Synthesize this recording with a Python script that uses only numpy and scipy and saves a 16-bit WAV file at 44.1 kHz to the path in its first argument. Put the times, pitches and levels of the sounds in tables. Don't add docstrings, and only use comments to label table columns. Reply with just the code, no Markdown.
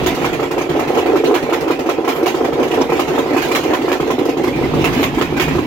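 import sys
import numpy as np
from scipy import signal
from scipy.fft import rfft, irfft
from scipy.io import wavfile
from scipy.ndimage import uniform_filter1d, minimum_filter1d

SR = 44100
rng = np.random.default_rng(int(sys.argv[2]) if len(sys.argv) > 2 else 0)


def to_wav(s):
    ch = np.atleast_2d(s).T
    pcm = np.round(np.clip(ch, -1, 1) * 32767)
    wavfile.write(sys.argv[1], SR, pcm.astype(np.int16))


N = 249606
TIME = np.arange(N) / SR

# (time [s], relative level [dB])
RAIL_ROUGHNESS = [(0.0, -24), (0.65, -23), (0.85, -20), (1.17, -18.5), (1.34, -22), (1.76, -22.5),
                  (2.321, -22.5), (2.41, -19.5), (3.47, -20.5), (3.6, -21.5), (3.72, -19.5), (3.98, -22),
                  (4.25, -20), (4.89, -23.5), (5.17, -27.5), (5.66, -26.5)]
# (frequency [Hz], width [Hz], lift [dB])
BODY_MODES = [(249, 14, 2), (276, 19.4, 5), (317.8, 18.6, 4.5), (358, 51, 6), (457, 60, 6.5), (564, 94, 2),
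              (744, 71, 7.5), (1022, 104, 6), (1310, 92, 9.5), (1720, 29, -5)]
# (frequency [Hz], width [Hz], lift [dB])
FITTING_MODES = [(1820, 51, 1.5), (3270, 96, 3), (4030, 33, -2), (6630, 200, -1)]


def amp(db):
    return 10 ** (np.asarray(db) / 20)


def unit(x):
    return x / np.sqrt(np.mean(x ** 2) + 1e-20)


def level(curve):
    return np.interp(TIME, *np.transpose(curve))


def read(points, hz):
    f, value = np.transpose(points)
    return np.interp(np.log(hz + 1), np.log(f + 1), value)


def add(mix, s, sound):
    start = round(s * SR)
    if 0 <= start < N:
        part = mix[..., start:start + sound.shape[-1]]
        part += sound[..., :part.shape[-1]]


def response(spectrum, modes=(), size=4096):
    hz = abs(np.fft.fftfreq(size, 1 / SR))
    peaks_db = sum(lift / (1 + (2 * (hz - f) / width) ** 2) for f, width, lift in modes)
    log_gain = np.log(amp(read(spectrum, hz) + peaks_db))
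    taps = np.fft.ifft(np.exp(signal.hilbert(log_gain).conj())).real
    return taps / np.linalg.norm(taps)


def through(x, taps):
    return signal.oaconvolve(x, taps[None], axes=1)[:, :x.shape[1]]


def noise(size):
    # (frequency [Hz], correlation [clipped to 0..1])
    likeness = [(60, 1.5), (130, 0.8), (290, 0.88), (420, 0.85), (640, 0.5), (1000, 0.75), (1410, -0.86),
                (3100, -0.13), (15000, 0)]
    left, other = rfft(rng.standard_normal((2, size)))
    same = np.clip(read(likeness, np.fft.rfftfreq(size, 1 / SR)), 0, 1)
    right = same * left + np.sqrt(1 - same ** 2) * other
    return irfft(np.array([left, right]), size)


def flutter(depth_db, size):
    drift = uniform_filter1d(uniform_filter1d(rng.standard_normal(N), size), size)
    return amp(depth_db * unit(drift))


def turns(first_s=.062, period_s=.1825, slowing_s=.000054):
    turn = np.arange(-1, 32)
    return first_s + period_s * turn + slowing_s * turn ** 2


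def wear():
    # (time after the main flat [s], relative level [dB])
    tread = [(0, -1), (.024, -6.5), (.05, -6.5), (.076, -10.5), (.091, -5.5), (.121, -5), (.141, -4),
             (.168, -2.5), (.181, -3.5)]
    since_flat = TIME - turns()[np.searchsorted(turns(), TIME) - 1]
    return amp(np.interp(since_flat, *np.transpose(tread)))


def rolling(gain_db=3.5):
    # (frequency [Hz], relative level [dB])
    roar_tone = [(31, -86), (71, -16.5), (149, -19.5), (204, -16), (254, -1.5), (351, -0.5), (461, -2),
                 (541, -2), (661, -8), (851, -8), (1151, -21), (1501, -20), (3001, -33), (8001, -59)]
    contact = noise(N) * wear() * flutter(depth_db=2.5, size=300)
    roar = unit(through(contact, response(roar_tone, BODY_MODES)))
    return amp(gain_db + level(RAIL_ROUGHNESS)) * roar


def track_bed(roar, pivot_hz=330):
    # (time [s], bass over mids [dB])
    softness = [(0, 5), (1.1, -0.5), (4.2, 5), (5, 21)]
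    low = signal.sosfiltfilt(signal.butter(2, pivot_hz, fs=SR, output="sos"), roar)
    tilt = amp(level(softness) / 2)
    return low * tilt + (roar - low) / tilt


def wind(buffet_db=7, eddy_db=-2, panel_db=3, hiss_db=-6.5):
    # (time [s], relative level [dB])
    gusts = [(0.0, -27), (0.03, -29), (0.68, -45), (0.71, -41), (1.89, -49.5), (3.12, -41.5), (3.14, -43),
             (4.34, -43.5), (4.76, -27), (5.23, -34), (5.53, -28.5), (5.66, -33.5)]
    # (frequency [Hz], relative level [dB])
    buffet_tone = [(21, -26), (41, 0), (66, 4.5), (101, 0.5), (146, 10), (221, 1.5), (401, -5), (1001, -6),
                   (4001, -53.5)]
    eddy_tone = [(25, -12), (65, -11.5), (140, -3), (230, -16), (600, -88)]
    panel_tone = [(60, -9), (140, 6), (195, -34), (250, 28), (320, 8), (450, -54), (900, -85)]
    hiss_tone = [(1200, -22), (2050, 3), (2700, 3), (3900, -2), (7000, -25)]
    buffet = unit(through(noise(N) * flutter(depth_db=-0.5, size=1500), response(buffet_tone)))
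    swirl = rng.standard_normal((2, N)) * flutter(depth_db=3.5, size=1500)
    eddies = unit(through(swirl, response(eddy_tone)))
    boom = unit(through(noise(N) * wear() ** 0.88, response(panel_tone, BODY_MODES)))
    hiss = unit(through(noise(N), response(hiss_tone)))
    air = amp(buffet_db) * buffet + amp(eddy_db) * eddies + amp(panel_db) * boom + amp(hiss_db) * hiss
    return air * amp(level(gusts))


def shimmer(depth_db=3.5):
    bands = signal.stft(noise(N), nperseg=1024, noverlap=768)[2]
    patches = uniform_filter1d(rng.standard_normal(bands.shape[1:]), size=4, axis=0)
    patches = unit(uniform_filter1d(patches, size=9, axis=1))
    ringing = signal.istft(bands * unit(amp(depth_db * patches)), nperseg=1024, noverlap=768)[1]
    return ringing[:, :N]


def ticking(share=0.64, per_s=1500):
    ticks = unit(rng.standard_normal((2, N)) * (rng.random(N) < per_s / SR))
    return np.sqrt(1 - share ** 2) * shimmer() + share * ticks


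def fittings(hits, burst_db=3.5, idle_db=7, jingle_db=-14.5, hard_db=-19):
    # (time [s], relative level [dB])
    chatter = [(0.0, -32.5), (0.28, -31.5), (0.46, -44), (0.68, -38.5), (0.88, -33), (1.37, -40),
               (1.89, -45.5), (2.9, -34.5), (3.18, -32.5), (3.42, -32), (3.55, -32.5), (3.85, -34),
               (4.32, -40), (5.02, -28.5), (5.11, -37), (5.66, -34)]
    strays = [(2.673, -29.5), (2.712, -31), (3.307, -37), (3.417, -22.5), (4.433, -29), (4.927, -26),
              (5.144, -28), (5.367, -26)]
    # (frequency [Hz], relative level [dB])
    rattle_tone = [(201, -33.5), (701, 5), (1501, 0.5), (2401, 1.5), (3201, -5), (4201, -10), (5301, -13),
                   (6901, -14), (8001, -21.5), (9001, -25.5), (10501, -23), (12501, -21.5), (16001, -23)]
    jingle_tone = [(1001, -44), (4001, -19), (6801, 3.5), (8801, -14.5), (10501, -4), (12301, -0.5),
                   (15001, -3), (16001, -2.5)]
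    fastest_rise_s, crack_s, tail_s = .002, .008, .043
    power, t = np.zeros(N), np.arange(SR // 3) / SR
    for s, *_, db in hits + strays:
        sluggish = amp(0.67 * max(hard_db - db, 0))
        attack = 1 - np.exp(-t / (fastest_rise_s * sluggish))
        decay = np.exp(-t / tail_s) + .8 / sluggish * np.exp(-t / crack_s)
        add(power, s, (amp(db + burst_db) * attack * decay) ** 2)
    idle = amp(level(chatter) + idle_db) * wear() ** 0.69 * flutter(depth_db=0.76, size=450)
    shake = np.sqrt(power + idle ** 2)
    rattle = through(shimmer() * shake, response(rattle_tone, FITTING_MODES))
    bright = shake * np.minimum(shake / amp(hard_db), 1.6) * amp(jingle_db)
    return rattle + through(ticking() * bright, response(jingle_tone, FITTING_MODES))


def strikes(uneven_db=2.5, thump_follows=0.45):
    # (time after the main flat [s], clank [dB], thump [dB], rattle [dB])
    flats = [(0.0, -11.5, -18.5, -27), (0.081, -24.5, -20.5, -30.5), (0.111, -20.5, -21.5, -37),
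             (0.1514, -17.5, -19, -30)]
    # (time [s], extra clank [dB], extra thump [dB], extra rattle [dB])
    jolts = [(0.062, 5, 11, 10), (0.245, 7, 3, 5), (0.328, -1, 3, 4.5), (.427, -5, -3, 1.5), (.51, 9, 1, 3),
             (0.611, -4, 2, -0.5), (.692, 3, 5.5, 4), (.793, 1, -1, 2.5), (0.874, 4, 2.5, 3.5),
             (.945, -5, -9, 2), (0.973, 7.5, 8, 5), (1.058, -6, 5, 2.5), (1.158, 4, 7, 3),
             (1.24, 7, 8.5, 6), (1.268, -2, -12, 9), (1.312, 9, 6, -2), (1.341, 12.5, 12.5, 8),
             (1.525, 10, 14.5, 7), (1.706, 2.5, 10, 3), (1.79, 6, -10, 2.5), (1.89, 8, 5, 5),
             (1.975, -10, -3, -5), (2.077, 13.5, 12, 9), (2.185, -10, 0.5, 2), (2.228, -1, 5, -1.5),
             (2.259, 10.5, -1, 10.5), (2.344, 12, 4, 4), (2.444, 0.5, -12, 1), (2.526, 9, 2.5, 1),
             (2.738, 9, -2, 11.5), (2.812, 3, 1, 0.5), (2.895, 10, 3, 2.5), (2.921, 16, 7.5, 10.5),
             (2.994, 6.5, 3, 5.5), (3.18, 7.5, 8.5, 4), (3.328, -1, 5, -1), (3.364, 10.5, 14, 7.5),
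             (3.513, 0, 2, 8.5), (3.548, 1, 1, 10.5), (3.634, 5, -5, 4), (3.733, 8, 4, 5),
             (3.882, 6, 0.5, 1.5), (3.916, 5.5, 1.5, 6), (4.001, 10.5, 6.5, 3.5), (4.103, 3, 0, 3.5),
             (4.184, 3, 6, 3), (4.213, 0, 7.5, 0), (4.289, -12, 5, 0.5), (4.37, 3, 5, 2),
             (4.473, -2.5, -1, -1.5), (4.657, -16, 4, -18), (4.738, 12.5, 6, 3), (4.842, 4.5, 6.5, 8.5),
             (5.028, -3, 8, 8), (5.112, -5, -3, -20), (5.183, 6, 2, 4), (5.212, 7, 11, 5.5),
             (5.297, -8, -5, -21), (5.397, 8, 13.5, 12.5), (5.479, 9, 4, 4.5), (5.584, -2, 1, -3.5)]
    jolts, hits = np.array(jolts), []
    rail_s, rail_db = np.transpose(RAIL_ROUGHNESS)
    for turn in turns():
        for after, clank, thump, rattle in flats:
            due = turn + after
            rough_db = thump_follows * (np.interp(due, rail_s, rail_db) - rail_db.mean())
            chance_db = uneven_db * rng.standard_normal(3)
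            near = jolts[abs(jolts[:, 0] - due) < .012]
            s, accent_db = (near[0, 0], near[0, 1:]) if len(near) else (due, chance_db)
            if 0 <= s < N / SR:
                hits.append([s, *(accent_db + [clank, thump + rough_db, rattle])])
    return hits


def blow(taps, scatter, decay_s, size=4096):
    t = np.arange(size) / SR
    force = scatter * noise(size) * np.exp(-t / decay_s) * np.sqrt(2 / (decay_s * SR))
    force[:, 0] += 1
    sound = through(force, taps)
    return sound / np.sqrt(np.mean(sound[:, :1024] ** 2))


def knocks(hits, deep_db=-3, steel_db=-10.5, lead_s=0.002013, spread_octaves=0.073):
    # (frequency [Hz], relative level [dB])
    thump_tone = [(41, -59), (191, -39.5), (261, 0.5), (361, 9), (481, -4), (651, -12.5), (1001, -11),
                  (2001, -38), (6001, -114)]
    clank_tone = [(101, -77), (401, 13.5), (701, 7.5), (1001, 13.5), (1301, 5), (1601, -4.5), (2501, -5.5),
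                  (4001, -22), (8001, -40), (16001, -44)]
    out, deep = np.zeros((2, N)), response(thump_tone, BODY_MODES)
    for (s, clank, thump, _), shift in zip(hits, rng.standard_normal(len(hits))):
        hard = response(np.array(clank_tone) * [2 ** (spread_octaves * shift), 1], BODY_MODES)
        add(out, s - lead_s, amp(thump + deep_db) * blow(deep, scatter=.6, decay_s=.013))
        add(out, s, amp(clank + steel_db) * blow(hard, scatter=1.4, decay_s=.013))
    return out


def ring(hz, swell_s, waver=0.13):
    t = np.arange(SR // 6) / SR
    phase = 2 * np.pi * (hz * t + rng.random((2, 1)))
    drift = waver * np.cumsum(rng.standard_normal((2, len(t))), axis=1)
    return t / swell_s * np.exp(1 - t / swell_s) * np.sin(phase + drift)


def clinks(hits, faint_db=-48, db_per_octave=-7, faint_count=90):
    # (time [s], pitch [Hz], peak [dB], swell [s], phase waver [rad per sample])
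    clear_clinks = [(0.06, 14600, -29, 0.0054, 0.23), (0.063, 6540, -18, 0.0048, 0.17),
                    (0.614, 6350, -30, 0.0056, 0.22), (1.25, 2960, -26, 0.0083, 0.16),
                    (1.272, 6100, -34, 0.0072, .08), (1.256, 4080, -26, 0.007, 0.17),
                    (2.115, 14100, -36, 0.018, .17), (2.145, 11590, -37.5, 0.019, .15),
                    (2.165, 14480, -40, 0.014, .17), (2.712, 2800, -21.5, 0.0056, 0.16),
                    (2.815, 6090, -24, 0.0036, 0.08), (2.815, 5200, -24, 0.0037, .09),
                    (2.995, 2930, -24, 0.0082, 0.15), (3.521, 4100, -28, 0.025, 0.052),
                    (4.523, 2373, -25.5, 0.021, 0.13), (5.02, 13300, -26, 0.011, 0.31)]
    out = np.zeros((2, N))
    for s, hz, db, swell_s, waver in clear_clinks:
        add(out, s, amp(db) * ring(hz, swell_s, waver))
    for pick, late, height in rng.random((faint_count, 3)):
        s = hits[int(pick * len(hits))][0] + 0.056 * late
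        hz = 1800 * (8000 / 1800) ** height
        add(out, s, amp(faint_db + db_per_octave * np.log2(hz / 4000)) * ring(hz, swell_s=0.015))
    return out


def suspension(opposite_s=.0845, main_db=-3, uneven_db=4.5, rise_s=0.0048):
    # (frequency [Hz], relative level [dB], time to fall 60 dB [s])
    bounce = [(66, -30, 0.069), (153.2, -22.5, 0.13)]
    out, t = np.zeros((2, N)), np.arange(SR // 3) / SR
    boom = sum(amp(db - 60 * t / t60) * np.sin(2 * np.pi * hz * t) for hz, db, t60 in bounce)
    boom *= 1 - np.exp(-t / rise_s)
    for turn, strength in zip(turns(), rng.standard_normal((len(turns()), 2, 1))):
        add(out, turn, amp(main_db) * boom)
        add(out, turn + opposite_s, amp(uneven_db * strength) * boom)
    return out


def slams(rebound_s=.011, rebound_db=-5):
    # (time [s], level [dB])
    cues = [(.062, -20.5), (1.342, -21), (1.525, -30), (2.078, -30), (2.259, -26), (2.811, -32),
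            (2.995, -38), (3.549, -19), (3.736, -24), (3.918, -27), (4.843, -23), (5.03, -18.5),
            (5.213, -21), (5.398, -12)]
    # (frequency [Hz], relative level [dB])
    slam_tone = [(300, -37), (900, -1), (3100, 2), (4400, -8.5), (6500, -16), (9000, -29), (16000, -38)]
    out, steel = np.zeros((2, N)), response(slam_tone)
    for s, db in cues:
        add(out, s, amp(db) * blow(steel, scatter=2.2, decay_s=.005))
        add(out, s + rebound_s, amp(db + rebound_db) * blow(steel, scatter=2.2, decay_s=.005))
    return out


def light_ticks(rise_s=0.0017, decay_s=0.025):
    # (time [s], relative level [dB])
    cues = [(.147, -29), (.51, -32.5), (1.606, -32), (1.789, -34), (1.852, -50), (2.228, -33), (2.738, -47),
            (3.421, -35), (3.483, -33), (3.632, -37), (3.882, -47), (4.252, -31), (4.436, -33),
            (4.474, -39)]
    # (frequency [Hz], relative level [dB])
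    tick_tone = [(1500, -23), (4400, 1), (6800, -4), (8800, -14), (12000, -7), (16000, -8)]
    shake, t = np.zeros(N), np.arange(SR // 6) / SR
    for s, db in cues:
        add(shake, s, amp(db) * (1 - np.exp(-t / rise_s)) * np.exp(-t / decay_s))
    return through(ticking() * shake, response(tick_tone, FITTING_MODES))


def corrugation(rise_s=0.049, fall_s=0.0088):
    # (start [s], end [s], level [dB])
    ripples = [(1.03, 1.225, -17.5), (1.218, 1.36, -11)]
    # (frequency [Hz], relative level [dB])
    drone_tone = [(150, -58), (280, -14), (350, -4), (420, 0.5), (490, -4.5), (650, -42), (1500, -84)]
    envelope = np.zeros(N)
    for start, end, db in ripples:
        ramps = np.minimum((TIME - start) / rise_s, (end - TIME) / fall_s)
        envelope += amp(db) * np.clip(ramps, 0, 1)
    return envelope * unit(through(noise(N), response(drone_tone)))


def scene(right_lag_s=.0001):
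    # (frequency [Hz], left minus right [dB])
    balance = [(60, -2), (200, -1.5), (380, -2.5), (700, -2), (1290, -1.5), (2380, -6.5), (4400, -5.5),
               (6700, -5), (8600, 1.5), (12000, -5), (15000, -3)]
    hits = strikes()
    wheel = track_bed(rolling()) + corrugation() + knocks(hits) + suspension()
    loose_steel = fittings(hits) + slams() + light_ticks() + clinks(hits)
    mix = wheel + loose_steel + wind()
    hz = np.fft.rfftfreq(N, 1 / SR)
    lean = amp(read(balance, hz) / 2)
    delay = np.exp(-2j * np.pi * hz * right_lag_s)
    return irfft(rfft(mix) * np.array([lean, delay / lean]), N)


def record(dry, ceiling=0.79, cutoff_hz=15900):
    headroom = np.minimum(1, ceiling / (abs(dry).max(axis=0) + 1e-9))
    gain = uniform_filter1d(minimum_filter1d(headroom, size=300), size=200)
    lowpass = signal.firwin(511, cutoff_hz, window=("kaiser", 9), fs=SR)
    return signal.oaconvolve(dry * gain, lowpass[None], "same")


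dry = scene()
out = record(dry)
to_wav(out)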